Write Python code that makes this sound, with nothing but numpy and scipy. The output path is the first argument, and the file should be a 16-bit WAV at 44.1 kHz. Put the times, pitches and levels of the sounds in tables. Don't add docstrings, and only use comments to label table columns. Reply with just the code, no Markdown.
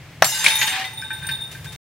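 import sys
import numpy as np
from scipy import signal
from scipy.fft import rfft, irfft
from scipy.io import wavfile

SR = 44100
rng = np.random.default_rng(int(sys.argv[2]) if len(sys.argv) > 2 else 0)


def generate_wav(sig):
    pcm = np.round(np.clip(np.atleast_2d(sig).T, -1, 1) * 32767).astype(np.int16)
    wavfile.write(sys.argv[1], SR, pcm)


N = 81585
T = np.arange(N) / SR
CUTOFF_HZ = 15900
SIDE = np.array([[1], [-1]])

# freq_hz, correlation
STEREO_CORRELATION = [(250, 0.99), (1200, 0.91), (2400, 0.7), (5000, 0.23), (14000, 0.15)]
# start_s, level_db, t60_s
FLOOR_HITS = [(0.4437, -17, 0.32), (0.4637, -12.5, 0.086), (.479, -25, 0.13), (0.6145, -16, 0.11),
              (0.625, -28.5, 0.15), (0.6758, -16.5, 0.093), (0.8422, -28, 0.2), (1.2902, -30, 0.14)]


def from_db(db):
    return 10 ** (np.asarray(db) / 20)


def unit_rms(x):
    return x / np.sqrt(np.mean(x ** 2) + 1e-20)


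def at_hz(points, hz):
    freqs_hz, values = np.transpose(points)
    return np.interp(np.log(hz), np.log(freqs_hz), values)


def low_cut(x, hz):
    return signal.sosfilt(signal.butter(2, hz, "high", fs=SR, output="sos"), x + 1e-18)


def level_curve(rows):
    return from_db(np.interp(T, *np.transpose(rows))) * (T >= rows[0][0])


def decay(start_s, t60_s, attack_s=1e-5):
    age_s = np.maximum(T - start_s, 0)
    return (1 - np.exp(-age_s / attack_s)) * np.exp(-np.log(1000) * age_s / t60_s)


def bursts(rows):
    return sum(from_db(db) * decay(start_s, t60_s) for start_s, db, t60_s in rows)


def stereo(mid, side, hz):
    correlation = at_hz(STEREO_CORRELATION, hz)
    return np.sqrt(1 + correlation) * mid + np.sqrt(1 - correlation) * side * SIDE


def coloured(white, spectrum):
    hz = np.maximum(np.arange(N // 2 + 1) * SR / N, 1)
    mid, side = rfft(white) * from_db(at_hz(spectrum, hz)) * (hz < CUTOFF_HZ)
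    return unit_rms(irfft(stereo(mid, side, hz), N))


def noise(spectrum):
    return coloured(rng.standard_normal((2, N)), spectrum)


def grains(per_s, spread_db=1.5):
    sizes = from_db(spread_db * np.minimum(rng.exponential(1, N), 4))
    return (rng.random(N) < per_s / SR) * sizes * rng.standard_normal((2, N))


def pings(spectrum, pieces, per_s=5000, t60_cycles=160, top_hz=6000):
    clicks = grains(per_s)
    piece_hit = rng.integers(0, pieces, N)
    pitches_hz = np.geomspace(1500, top_hz, pieces) * rng.uniform(.98, 1.02, pieces)
    out = 0
    for piece, hz in enumerate(pitches_hz):
        radius = np.exp(-np.log(1000) * hz / (t60_cycles * SR))
        angle = 2 * np.pi * hz / SR
        contacts = stereo(*clicks, hz) * (piece_hit == piece)
        ring = signal.lfilter([1, 0, -1], [1, -2 * radius * np.cos(angle), radius ** 2], contacts + 1e-18)
        out += from_db(at_hz(spectrum, hz)) * angle * ring
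    return unit_rms(out)


def wavering_tone(hz):
    depth, step, warmup_steps = .7, 64, 200
    waver_hz = 10 + 4 * hz / 1000
    pole = np.exp(-2 * np.pi * waver_hz * step / SR)
    white = rng.standard_normal((4, N // step + warmup_steps))
    slow = unit_rms(signal.lfilter([1], [1, -2 * pole, pole ** 2], white)[:, warmup_steps:])
    drifts = [np.interp(T * SR / step, np.arange(len(row)), row) for row in slow]
    sin_mid, cos_mid, sin_side, cos_side = drifts
    width = .95 * min(hz / 2800, 1) * SIDE
    sin_gain = 1 + depth * (sin_mid + width * sin_side) / 2
    cos_gain = depth * (cos_mid + width * cos_side) / 2 + width * rng.choice([-.5, .5])
    phase = 2 * np.pi * hz * T
    return unit_rms(sin_gain * np.sin(phase) + cos_gain * np.cos(phase)) / np.sqrt(2)


def background():
    # freq_hz, density_db
    air_spectrum = [(25, -19), (55, -22), (125, -6), (213, -16.5), (1240, -23.5), (2200, -19), (8000, -36),
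                    (15000, -50)]
    # freq_hz, density_db
    rumble_spectrum = [(30, -43.5), (60, -11), (118, 0), (150, -2), (200, -22.5), (900, -41.5)]
    # time_s, level_db
    rumble_levels = [(0, -45), (.2, -42.5), (.235, -34.5), (.29, -45.5), (.8, -51), (1.1, -44), (1.32, -37),
                     (1.45, -47), (1.58, -37.5), (1.76, -38)]
    return from_db(-45) * noise(air_spectrum) + level_curve(rumble_levels) * noise(rumble_spectrum)


def reverb(x, wet_db):
    # freq_hz, gain_db
    tail_spectrum = [(100, 4), (320, -9), (700, 1), (4000, -9), (16000, 4)]
    tail = noise(tail_spectrum) * decay(start_s=.0074, t60_s=.68)
    tail /= np.sqrt(np.sum(tail ** 2) / 2)
    return from_db(wet_db) * signal.fftconvolve(x, tail, axes=1)[:, :N]


def sheet():
    # freq_hz, level_db
    slide_spectrum = [(40, -38.5), (120, -19.5), (250, -14), (500, -19.5), (1000, -2), (1350, -8),
                      (1650, -0.5), (2400, -1.5), (3750, -5.5), (5600, -15), (15000, -38)]
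    # time_s, level_db
    slide_levels = [(.222, -50), (.42, -30), (.5, -27.5), (.58, -32.5), (.71, -29), (.745, -24.5),
                    (.83, -28.5), (.9, -70), (1.0, -51.5), (1.32, -42), (1.48, -60)]
    # start_s, level_db, t60_s
    rustles = [(1.515, -36.5, .26), (1.645, -38, .18), (1.722, -39, .22)]
    # freq_hz, density_db
    rustle_spectrum = [(300, -5), (900, -6.5), (2300, 2), (4500, -1), (8000, -3.5), (15000, -11)]
    tinkle = pings(slide_spectrum, pieces=20)
    crackle = coloured(grains(per_s=12000, spread_db=.2), slide_spectrum)
    settling = bursts(rustles) * coloured(grains(per_s=5000), rustle_spectrum)
    return level_curve(slide_levels) * unit_rms(tinkle + crackle) + settling


def thuds():
    # freq_hz, density_db
    thud_spectrum = [(25, -44), (60, -21.5), (160, 0), (300, -6.5), (600, -3.5), (1200, -19)]
    envelope = sum(from_db(db - 24) * decay(start_s, t60_s=.18) for start_s, db, _ in FLOOR_HITS)
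    return envelope * noise(thud_spectrum)


def landings():
    # freq_hz, level_db
    clatter_spectrum = [(150, -26), (400, -22), (900, -1.5), (1300, -8), (1700, 2.5), (2500, 3), (4000, 0),
                        (6500, -13), (15000, -30)]
    slap_s, slap_db, slap_hz, slap_length_s = .4623, 1, 2350, .0044
    window = np.sin(np.pi * np.clip((T - slap_s) / slap_length_s, 0, 1))
    slap = from_db(slap_db) * window * np.sin(2 * np.pi * slap_hz * (T - slap_s))
    clinks = pings(clatter_spectrum, pieces=16)
    scuff = from_db(-4) * coloured(grains(per_s=9000), clatter_spectrum)
    return slap + bursts(FLOOR_HITS) * unit_rms(clinks + scuff)


def knocks():
    # start_s, level_db
    contacts = [(0.4394, -26), (0.6163, -20.5), (1.0223, -28), (1.1045, -23), (1.2225, -31.5), (1.245, -30),
                (1.2884, -21), (1.549, -34.5), (1.657, -37)]
    # pitch_hz, level_db, t60_s
    modes = [(1555, 2, .11), (1640, -5, .09), (1765, -6, .1), (1830, -1, .014), (2425, -8, .12)]
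    # freq_hz, density_db
    contact_spectrum = [(700, -22), (1300, -25), (1550, -2), (1850, 1.5), (2150, -10), (2450, -5.5),
                        (3200, -16.5), (8000, -41)]
    envelope = sum(from_db(db - 10) * decay(start_s, t60_s=.09) for start_s, db in contacts)
    clunks = envelope * noise(contact_spectrum)
    for start_s, db in contacts:
        for hz, mode_db, t60_s in modes:
            pitch_hz = hz * rng.uniform(.99, 1.01)
            tone = np.sin(2 * np.pi * (pitch_hz * (T - start_s) + rng.random()))
            clunks += from_db(db + mode_db) * decay(start_s, t60_s, attack_s=.0014) * tone
    return clunks + reverb(clunks, wet_db=-19.5)


def large_piece():
    pitches_hz = [866, 881, 3611, 3670, 8895, 9060, 13530, 15590]
    # level_db, t60_s
    modes = [(-16, .3), (-12, .33), (-5, .36), (1.5, .38), (-7, .24), (-13, .3), (-14, .22), (-18, .22)]
    # start_s, level_db, low_boost_db, high_boost_db
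    touches = [(.246, -35, 4, 10), (.32, -28.5, 2, -2), (.391, -22.5, -3, -5), (.478, -32.5, 19, 9),
               (.499, -19.5, -21, -19), (.55, -21, 3, -10), (.619, -24.5, 8, -1), (.664, -21.5, -28, 2),
               (.848, -31.5, -20, -2), (.931, -41.5, 6, 9.5), (.972, -28, -2, -.5), (1.038, -33, 4, -3),
               (1.1053, -31, 6, -7.5), (1.128, -30, -8, 1), (1.225, -32, -3, 2), (1.266, -33, 0, 10),
               (1.313, -22, -6, -5), (1.409, -26, -7, -5), (1.665, -35, 4, -4)]
    out = 0
    for hz, (mode_db, t60_s) in zip(pitches_hz, modes):
        energy = 0
        for start_s, db, low_boost_db, high_boost_db in touches:
            strength = from_db(db + (hz < 2000) * low_boost_db + (hz > 6000) * high_boost_db)
            energy += (strength * decay(start_s, t60_s, attack_s=.0015)) ** 2
        out += from_db(mode_db) * np.sqrt(energy) * wavering_tone(hz)
    return out


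def spray():
    # freq_hz, level_db
    splinter_spectrum = [(200, -45), (400, -30), (580, -3.5), (1200, -3.5), (6000, 0), (12000, -4),
                         (14000, -14.5), (16000, -6)]
    # time_s, level_db
    spray_levels = [(.222, -28), (.26, -25.5), (.31, -30), (.48, -32), (.66, -30.5), (.76, -51), (.86, -65),
                    (.93, -55.5)]
    # start_s, level_db, t60_s
    ticks = [(.2435, -13.5, .06), (.4423, -24, .16), (.4803, -25.5, .073), (.6234, -26, .075),
             (.7975, -34, .05), (1.0145, -43, .05), (1.19, -44, .04), (1.268, -32, .025),
             (1.2885, -41, .02), (1.3135, -38, .025)]
    ringing = pings(splinter_spectrum, pieces=64, per_s=1500, t60_cycles=2200, top_hz=15000)
    ringing = low_cut(ringing, hz=730)
    dust = coloured(grains(per_s=12000, spread_db=2), splinter_spectrum)
    return level_curve(spray_levels) * (ringing + from_db(-8.5) * dust) + bursts(ticks) * dust


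def shards():
    # start_s, pitch_hz, relative_db, t60_s
    rings = [(.2225, 5830, -12, .07), (.244, 4394, -17, .04), (.246, 7510, -19, .18),
             (.246, 12600, -23, .25), (.25, 5749, -31, .45), (.25, 8995, -28, .3), (.272, 6712, -30, .7),
             (.28, 2795, -30, .9), (.29, 2040, -33, .7), (.29, 5160, -31, .6), (.29, 9705, -29, .6),
             (.32, 3910, -29, .5), (.33, 1550, -36, .7), (.342, 4818, -28, .45), (.39, 4819, -27, .4),
             (.345, 7525, -28, .6), (.385, 6243, -28, .8), (.435, 7524, -23, .22), (.44, 9705, -22, .17),
             (.468, 2490, -26, .25), (.48, 5152, -31, .6), (.492, 11160, -27, .2), (.505, 8603, -30, .35),
             (.55, 9702, -25, .3), (.552, 12520, -23, .16), (.586, 1965, -27, .4), (.587, 6715, -25, .45),
             (.622, 12550, -24, .1), (.675, 2870, -29, .3), (.68, 7522, -33, .45), (.68, 6240, -38, .55),
             (.70, 765, -36, .5), (.72, 2476, -30, .5), (.775, 765, -34, .28), (.844, 2010, -31, .3),
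             (1.0145, 5195, -36, .08), (1.0145, 9730, -41, .07), (1.267, 8950, -28, .05),
             (1.288, 4600, -31, .04), (1.313, 4400, -36, .08)]
    return sum(from_db(db + 1) * decay(start_s, t60_s, attack_s=.0015) * wavering_tone(hz)
               for start_s, hz, db, t60_s in rings)


def crack():
    # freq_hz, density_db
    crack_spectrum = [(150, -27), (330, -14.5), (520, 0), (720, 6.5), (1050, -5.5), (1700, 0.5), (2800, -2),
                      (6000, -11.5), (16000, -18)]
    # delay_s, pitch_hz, level_db, t60_s
    slab_modes = [(0, 660, -6, .028), (.0005, 870, -7, .02), (.002, 1420, -14, .035),
                  (.0022, 1740, 0, .018)]
    # freq_hz, density_db
    slab_spectrum = [(60, -29), (130, -6), (300, -23), (480, -13.5), (640, -1), (1750, -4), (7000, -26),
                     (16000, -26.5)]
    break_s, hold_s, fall_s = .2223, .0026, .0008
    envelope = (T >= break_s) * np.exp(-np.maximum(T - break_s - hold_s, 0) / fall_s)
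    snap = from_db(-3) * envelope * noise(crack_spectrum)
    knock = 0
    for delay_s, hz, db, t60_s in slab_modes:
        start_s = break_s + delay_s
        tone = np.sin(2 * np.pi * hz * (T - start_s))
        knock += from_db(db) * decay(start_s, t60_s, attack_s=.0006) * tone
    after_ring = from_db(-12.5) * decay(break_s, t60_s=.15) * noise(slab_spectrum)
    return low_cut(snap + knock, hz=380) + after_ring


def scene():
    debris = shards() + large_piece() + knocks() + landings() + spray() + sheet()
    mix = background() + crack() + debris + reverb(debris, wet_db=-7) + thuds()
    return mix * from_db(.5 * SIDE)


def record(dry):
    end_s = 1.762
    clipped = np.clip(dry, -.95, .95) * (T < end_s)
    return signal.sosfilt(signal.ellip(10, .1, 80, CUTOFF_HZ, fs=SR, output="sos"), clipped)


dry = scene()
out = record(dry)
generate_wav(out)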